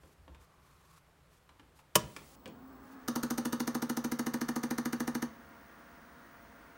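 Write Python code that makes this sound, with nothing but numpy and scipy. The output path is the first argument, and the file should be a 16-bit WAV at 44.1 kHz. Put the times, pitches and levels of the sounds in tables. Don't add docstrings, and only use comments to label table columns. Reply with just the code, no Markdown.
import sys
import numpy as np
from scipy import signal
from scipy.fft import rfft, irfft, next_fast_len
from scipy.io import wavfile

SR = 44100
rng = np.random.default_rng(int(sys.argv[2]) if len(sys.argv) > 2 else 0)


def pcm_store(signal):
    levels = np.round(np.clip(np.atleast_2d(signal), -1, 1) * 32767)
    wavfile.write(sys.argv[1], SR, levels.astype(np.int16).T)


N = 298557
TIME = np.arange(N) / SR
POWER_ON_S, STEPPING_S, STALL_S, FREE_S = 1.956, 2.36, 3.08, 5.28


def from_db(db):
    return np.exp(np.asarray(db) * (np.log(10) / 20))


def rms_one(x):
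    return x / np.sqrt(np.mean(x ** 2) + 1e-20)


def at_hz(table, hz):
    table_hz, values = np.transpose(table)
    return np.interp(np.log(hz + 1e-9), np.log(table_hz), values)


def between(start_s, end_s, fade_s=0.016):
    return np.clip((TIME - start_s) / fade_s, 0, 1) * np.clip((end_s - TIME) / fade_s, 0, 1)


def band(x, low_hz, high_hz, order=2):
    return signal.sosfilt(signal.butter(order, [low_hz, high_hz], "band", fs=SR, output="sos"), x)


def coloured(x, spectrum):
    size = next_fast_len(N)
    gain = from_db(at_hz(spectrum, np.fft.rfftfreq(size, 1 / SR)))
    return irfft(rfft(x, size) * gain, size)[:N]


def noise(spectrum):
    return rms_one(coloured(rng.standard_normal(N), spectrum))


def band_noise(low_hz, high_hz, order=2):
    return rms_one(band(rng.standard_normal(N), low_hz, high_hz, order))


def drift(knots_per_s):
    knots = rng.standard_normal(2048)
    return rms_one(np.interp(TIME * knots_per_s, np.arange(len(knots)), knots))


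def clicks(times_s, gains):
    out = np.zeros(N)
    out[np.round(np.asarray(times_s) * SR).astype(int)] = gains
    return out


def convolve(x, response):
    return signal.oaconvolve(x, response)[:N]


def ring(x, hz, t60_s):
    radius, angle = from_db(-60 / (t60_s * SR)), 2 * np.pi * hz / SR
    return signal.lfilter([0, np.sin(angle)], [1, -2 * radius * np.cos(angle), radius ** 2], x + 1e-18)


def resonance(x, hz, width_hz):
    radius, angle = np.exp(-np.pi * width_hz / SR), 2 * np.pi * hz / SR
    gain = (1 - radius ** 2) / 2
    return signal.lfilter([gain, 0, -gain], [1, -2 * radius * np.cos(angle), radius ** 2], x + 1e-18)


def decay(t60_s):
    return np.exp(-np.log(1000) * TIME[:SR // 2] / t60_s)


def nearness(leave_s=3.06, move_s=0.45):
    return np.clip(1 - (TIME - leave_s) / move_s, 0, 1)


# f/Hz, t60/s
ROOM_DECAY = [(150, 0.81), (1000, 0.38), (4000, 0.29), (14000, 0.17)]

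def room(x, wall_hz, build_s=0.002):
    tail = 0
    for hz in np.geomspace(100, 12800, 8):
        octave = band(rng.standard_normal(SR // 2), hz / np.sqrt(2), hz * np.sqrt(2))
        tail += octave * decay(at_hz(ROOM_DECAY, hz))
    tail *= 1 - np.exp(-TIME[:SR // 2] / build_s)
    reflections = convolve(x, tail / np.sqrt(np.sum(tail ** 2)))
    pole = np.exp(-2 * np.pi * wall_hz / SR)
    return signal.lfilter([1 - pole], [1, -pole], reflections)


# f/Hz, relative density/dB
ROOM_AIR = [(20, -16), (100, -9), (155, -1), (220, -13.5), (400, -12.5), (700, -15), (1100, -15),
            (1700, -18.5), (3000, -24.5), (6000, -30.5), (9000, -31.5), (15000, -35)]

def room_air(level_db=-66.5):
    return from_db(level_db) * noise(ROOM_AIR)


# t/s, length/s, level/dB
GRIP_SHIFTS = [(0.0, 0.087, -63), (0.188, 0.29, -63), (1.96, 0.12, -53.5)]

def grip_rumble(rest_db=-68, unsteady_db=1.0):
    resting = from_db(rest_db + unsteady_db * drift(3))
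    shifts = sum(from_db(db) * between(t, t + length_s, fade_s=0.04) for t, length_s, db in GRIP_SHIFTS)
    return (resting + shifts) * band_noise(52, 80)


# t/s, length/s, hiss/dB, case ring/dB
BRUSH_STROKES = [(0.0, 0.15, -74.5, -81), (0.391, 0.078, -72, -68), (0.463, 0.17, -88, -72.5),
                 (0.615, 0.27, -76, -70.5), (0.863, 0.14, -71, -68), (1.29, 0.11, -74, -78),
                 (1.746, 0.077, -69.5, -76), (2.823, 0.14, -73, -74)]

def brushes(grain_db=2.0):
    hiss = band_noise(1780, 11700, order=1)
    case = rms_one(resonance(rng.standard_normal(N), hz=1120, width_hz=170))
    strokes = 0
    for t, length_s, hiss_db, ring_db in BRUSH_STROKES:
        friction = from_db(hiss_db) * hiss + from_db(ring_db) * case
        strokes += friction * between(t, t + length_s, fade_s=0.022)
    return strokes * from_db(grain_db * drift(90))


# t/s, level/dB, bass offset/dB, treble offset/dB
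TAPS = [(0.034, -57.5, -2, -18), (0.279, -51.5, -4.5, -40), (0.347, -49, -25, -20),
        (1.492, -47.5, -19, -24), (1.596, -49, -10, -19), (1.79, -52, -17.5, -15.5),
        (2.164, -34, -17.5, -15), (2.458, -37, -8, -24), (2.477, -60.5, -20, 3)]

def taps(wood_db=-6, body_db=-7, bright_db=1, room_db=-5):
    times_s, db, bass_db, treble_db = np.transpose(TAPS)

    def register(level_db, low_hz, high_hz, t60_s):
        return band_noise(low_hz, high_hz) * convolve(clicks(times_s, from_db(level_db)), decay(t60_s))

    softness_db = 0.4 * (db.mean() - db)
    knocks = (register(db + bass_db, 130, 520, t60_s=0.14)
              + register(db + wood_db + softness_db, 892, 1246, t60_s=0.045)
              + register(db + body_db, 1340, 3300, t60_s=0.035)
              + register(db + treble_db + bright_db, 3020, 10000, t60_s=0.048))
    return knocks + from_db(room_db) * room(knocks, wall_hz=3790)


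# t/s, level/dB
ROCKER_HITS = [(1.9484, -36), (1.9541, 0.5), (1.956, 0)]
# f/Hz, relative density/dB
ROCKER_SPECTRUM = [(150, -20.5), (600, -7), (1100, -2), (1600, 0), (2300, -10), (3000, -1), (4000, -11.5),
                   (5400, -3.5), (8200, -7), (12000, -9), (15500, -9)]
# f/Hz, level/dB, t60/s
CASE_MODES = [(128, -40, .2), (188.4, -26, 0.12), (340, -27, 0.095), (441, -26.5, 0.13), (524, -23.5, 0.05),
              (606, -20.5, 0.059), (970, -25.5, 0.14), (1088, -23.5, 0.091), (1206, -29, .1),
              (3000, -28, .04), (3150, -30, 0.05), (5294, -29.5, 0.04), (9030, -19, .03)]

def switch(crack_db=-18.5, case_lag_s=0.002, shelf_db=-38, crack_room_db=-14, case_room_db=-20):
    times_s, hit_db = np.transpose(ROCKER_HITS)
    envelope = convolve(clicks(times_s, from_db(hit_db)), decay(t60_s=0.04))
    crack = from_db(crack_db) * noise(ROCKER_SPECTRUM) * envelope
    blow = clicks([times_s[np.argmax(hit_db)] + case_lag_s], 1)
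    case = sum((-1) ** k * from_db(db) * ring(blow, hz, t60_s)
               for k, (hz, db, t60_s) in enumerate(CASE_MODES))
    shelf = from_db(shelf_db) * band_noise(75, 220.6) * convolve(blow, decay(t60_s=0.45))
    send = from_db(crack_room_db) * crack + from_db(case_room_db) * case
    return crack + case + shelf + room(send, wall_hz=6000)


# multiple of blade rate, level/dB
FAN_HARMONICS = [(1, -72.5), (2, -72), (3, -69.5), (4, -75.5)]
# f/Hz, relative density/dB
FAN_AIR = [(70, -24.5), (150, -11), (250, 3), (400, -10), (800, -8.5), (1100, -5), (1650, -6), (2050, -11),
           (2400, -18), (4000, -25.5), (6500, -26), (7500, -37.5), (9200, -29), (15000, -51)]

def fan(blade_hz=471, spin_up_s=0.44, waver=0.00299, flutter_db=2.5, tone_db=-1.5, air_db=-57.5):
    speed = 1 - np.exp(-np.maximum(TIME - POWER_ON_S, 0) / spin_up_s)
    phase = 2 * np.pi * np.cumsum(blade_hz * speed * (1 + waver * drift(6.8))) / SR
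    tones = sum(from_db(db + flutter_db * drift(36)) * np.sin(k * phase) for k, db in FAN_HARMONICS)
    tone_gain = np.sqrt(2) * speed ** 2 * from_db(tone_db + 4.5 * nearness())
    air = noise(FAN_AIR)
    low_air = signal.sosfiltfilt(signal.butter(3, 1250, fs=SR, output="sos"), air)
    high_air = (air - low_air) * speed ** 6.2
    air_gain = speed ** 1.5 * from_db(air_db + 4 * nearness())
    return tone_gain * tones + air_gain * (low_air + high_air)


def drivers(whine_hz=15600, whine_db=-70.5, hiss_db=-64):
    whine = rng.standard_normal(N)
    for _ in range(2):
        whine = resonance(whine, whine_hz, width_hz=260)
    whine = rms_one(whine) * (TIME > POWER_ON_S)
    hiss = band_noise(1500, 11000) * between(POWER_ON_S, STEPPING_S, fade_s=0.005)
    return from_db(whine_db) * whine + from_db(hiss_db) * hiss


def hum(lines, flutter_db, wobble_rad):
    sway = wobble_rad * drift(28)
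    tones = sum(from_db(db) * np.sin(2 * np.pi * hz * TIME + sway) for hz, db in lines)
    return np.sqrt(2) * tones * from_db(flutter_db * drift(13))


# f/Hz, level/dB
TRAVEL_WHISTLES = [(1077, -78), (4339, -87), (5206, -89), (7806, -86.5)]

def sled_travel(drone_hz=264, drone_db=-58, swell_s=0.307, beat_hz=3.4, beat_db=5, fade_db_per_s=6):
    age_s = np.maximum(TIME - STEPPING_S, 0)
    swell = np.minimum(age_s / swell_s, 1)
    beat = from_db(beat_db * np.cos(2 * np.pi * beat_hz * age_s))
    drone = hum([(drone_hz, drone_db)], flutter_db=0.5, wobble_rad=1.0) * swell * beat
    whistles = hum(TRAVEL_WHISTLES, flutter_db=2.5, wobble_rad=0.53) * from_db(-fade_db_per_s * age_s)
    return (drone + whistles) * between(STEPPING_S, STALL_S)


def slip_times(start_s=3.0872, period_s=0.07392, quickening_s=1.08e-5, first_early_s=0.0023, count=30):
    k = np.arange(count)
    return start_s + k * (period_s - quickening_s * k / 2) - first_early_s * (k == 0)


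def chatter(level_db, repeat_share, rise_s, fall_s, snap, burst=0, lead_s=0.0066, snap_s=0.0057):
    age_s = TIME[:SR // 20] - snap_s
    swell = np.exp(np.minimum(age_s / rise_s, -age_s / fall_s))
    swell += burst * np.exp(-(age_s / 0.00093 - 0.5) ** 2)
    starts = clicks(slip_times() - lead_s, from_db(level_db))
    pattern = np.sqrt(repeat_share) * swell * rng.standard_normal(len(age_s))
    pattern[np.argmin(abs(age_s))] += snap
    fresh = np.sqrt(1 - repeat_share) * rng.standard_normal(N) * convolve(starts, swell)
    return convolve(starts, pattern) + fresh


# f/Hz, width/Hz, level/dB
SLED_MODES = [(542.4, 11.4, 5), (642, 68, -5), (774.6, 40.5, 2), (821.4, 15, 0), (879, 40, -3.5),
              (965.6, 27, 0), (1105, 87, -6.5), (1123, 9.8, 3), (1247, 79, -1), (1477, 34, -3),
              (1577, 107, -9), (1790, 83, -5), (2033, 93, -9), (2400, 47, -15.5), (2988, 106, -9.5),
              (3850, 280, -13.5), (4410, 270, -8.5), (5870, 620, -12.5), (6220, 260, -12.5),
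              (9020, 1300, -12), (12200, 1100, -21.5)]
# f/Hz, gain/dB
TICK_SPECTRUM = [(500, 2), (1500, 6), (2500, -9.5), (4000, -3.5), (6000, 1.5), (7600, -6.5), (9200, -10.5),
                 (10600, -12), (12600, 3.5), (14000, -8), (15600, -6)]

def sled_rattle(heavy_db=-22, light_db=-22.9, tick_db=-36.4, body_room_db=-10, metal_room_db=-7,
                fade_db_per_s=1.29, dulling_db_per_s=1.5, opening_db_per_s=2.0):
    times_s = slip_times()
    fade_db = fade_db_per_s * (times_s - times_s[0])
    tick_fade_db = fade_db + dulling_db_per_s * (times_s - times_s.mean())
    heavy = chatter(heavy_db, repeat_share=0.5, rise_s=0.003, fall_s=0.0065, snap=26)
    light = chatter(light_db - fade_db, repeat_share=0.39,
                    rise_s=0.0026, fall_s=0.01, snap=10, burst=0.34)
    ticks = chatter(tick_db - tick_fade_db, repeat_share=0.36,
                    rise_s=0.011, fall_s=0.0063, snap=2.8, burst=0.64)
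    swing_s = np.clip(TIME, times_s[0], times_s[-1]) - times_s.mean()
    low_gain = from_db(2 * nearness())
    mid_gain = from_db(opening_db_per_s * swing_s - 2.5 * nearness())
    body, metal = 0, coloured(ticks, TICK_SPECTRUM)
    for k, (hz, width_hz, db) in enumerate(SLED_MODES):
        if hz < 2600:
            gain = from_db(db) * (low_gain if hz < 1550 else mid_gain)
            body += (-1) ** k * gain * resonance(heavy, hz, width_hz)
        else:
            metal += from_db(db) * resonance(light, hz, width_hz)
    send = from_db(body_room_db) * body + from_db(metal_room_db) * metal
    return body + metal + room(send, wall_hz=6900)


# f/Hz, level/dB, t60/s, polarity
FRAME_MODES = [(146, -44.5, 0.29, 1), (234, -25, 0.13, 1), (255.4, -31.5, 0.18, -1),
               (318.7, -28.5, 0.07, -1), (440, -45, 0.16, -1), (507, -45.5, 0.2, 1)]

def frame_knock(lag_s=0.00096, kick_db=-0.5, room_db=-19):
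    kicks = clicks(slip_times() + lag_s, from_db(kick_db))
    thrum = sum(sign * from_db(db) * ring(kicks, hz, t60_s) for hz, db, t60_s, sign in FRAME_MODES)
    return thrum + from_db(room_db) * room(thrum, wall_hz=1970)


# f/Hz, level/dB
RUNNING_TONES = [(216, -71), (555, -73.5), (684, -69), (8678, -87), (12150, -92)]

def running_motor():
    return hum(RUNNING_TONES, flutter_db=0.5, wobble_rad=0.2) * between(FREE_S, np.inf)


def scene():
    drive = frame_knock() + sled_rattle() + sled_travel() + running_motor() + drivers()
    handling = switch() + taps() + brushes()
    return (drive + handling + fan() + grip_rumble() + room_air())[None]


def record(dry):
    return signal.sosfilt(signal.ellip(12, 0.1, 80, 15850, fs=SR, output="sos"), dry)


dry = scene()
out = record(dry)
pcm_store(out)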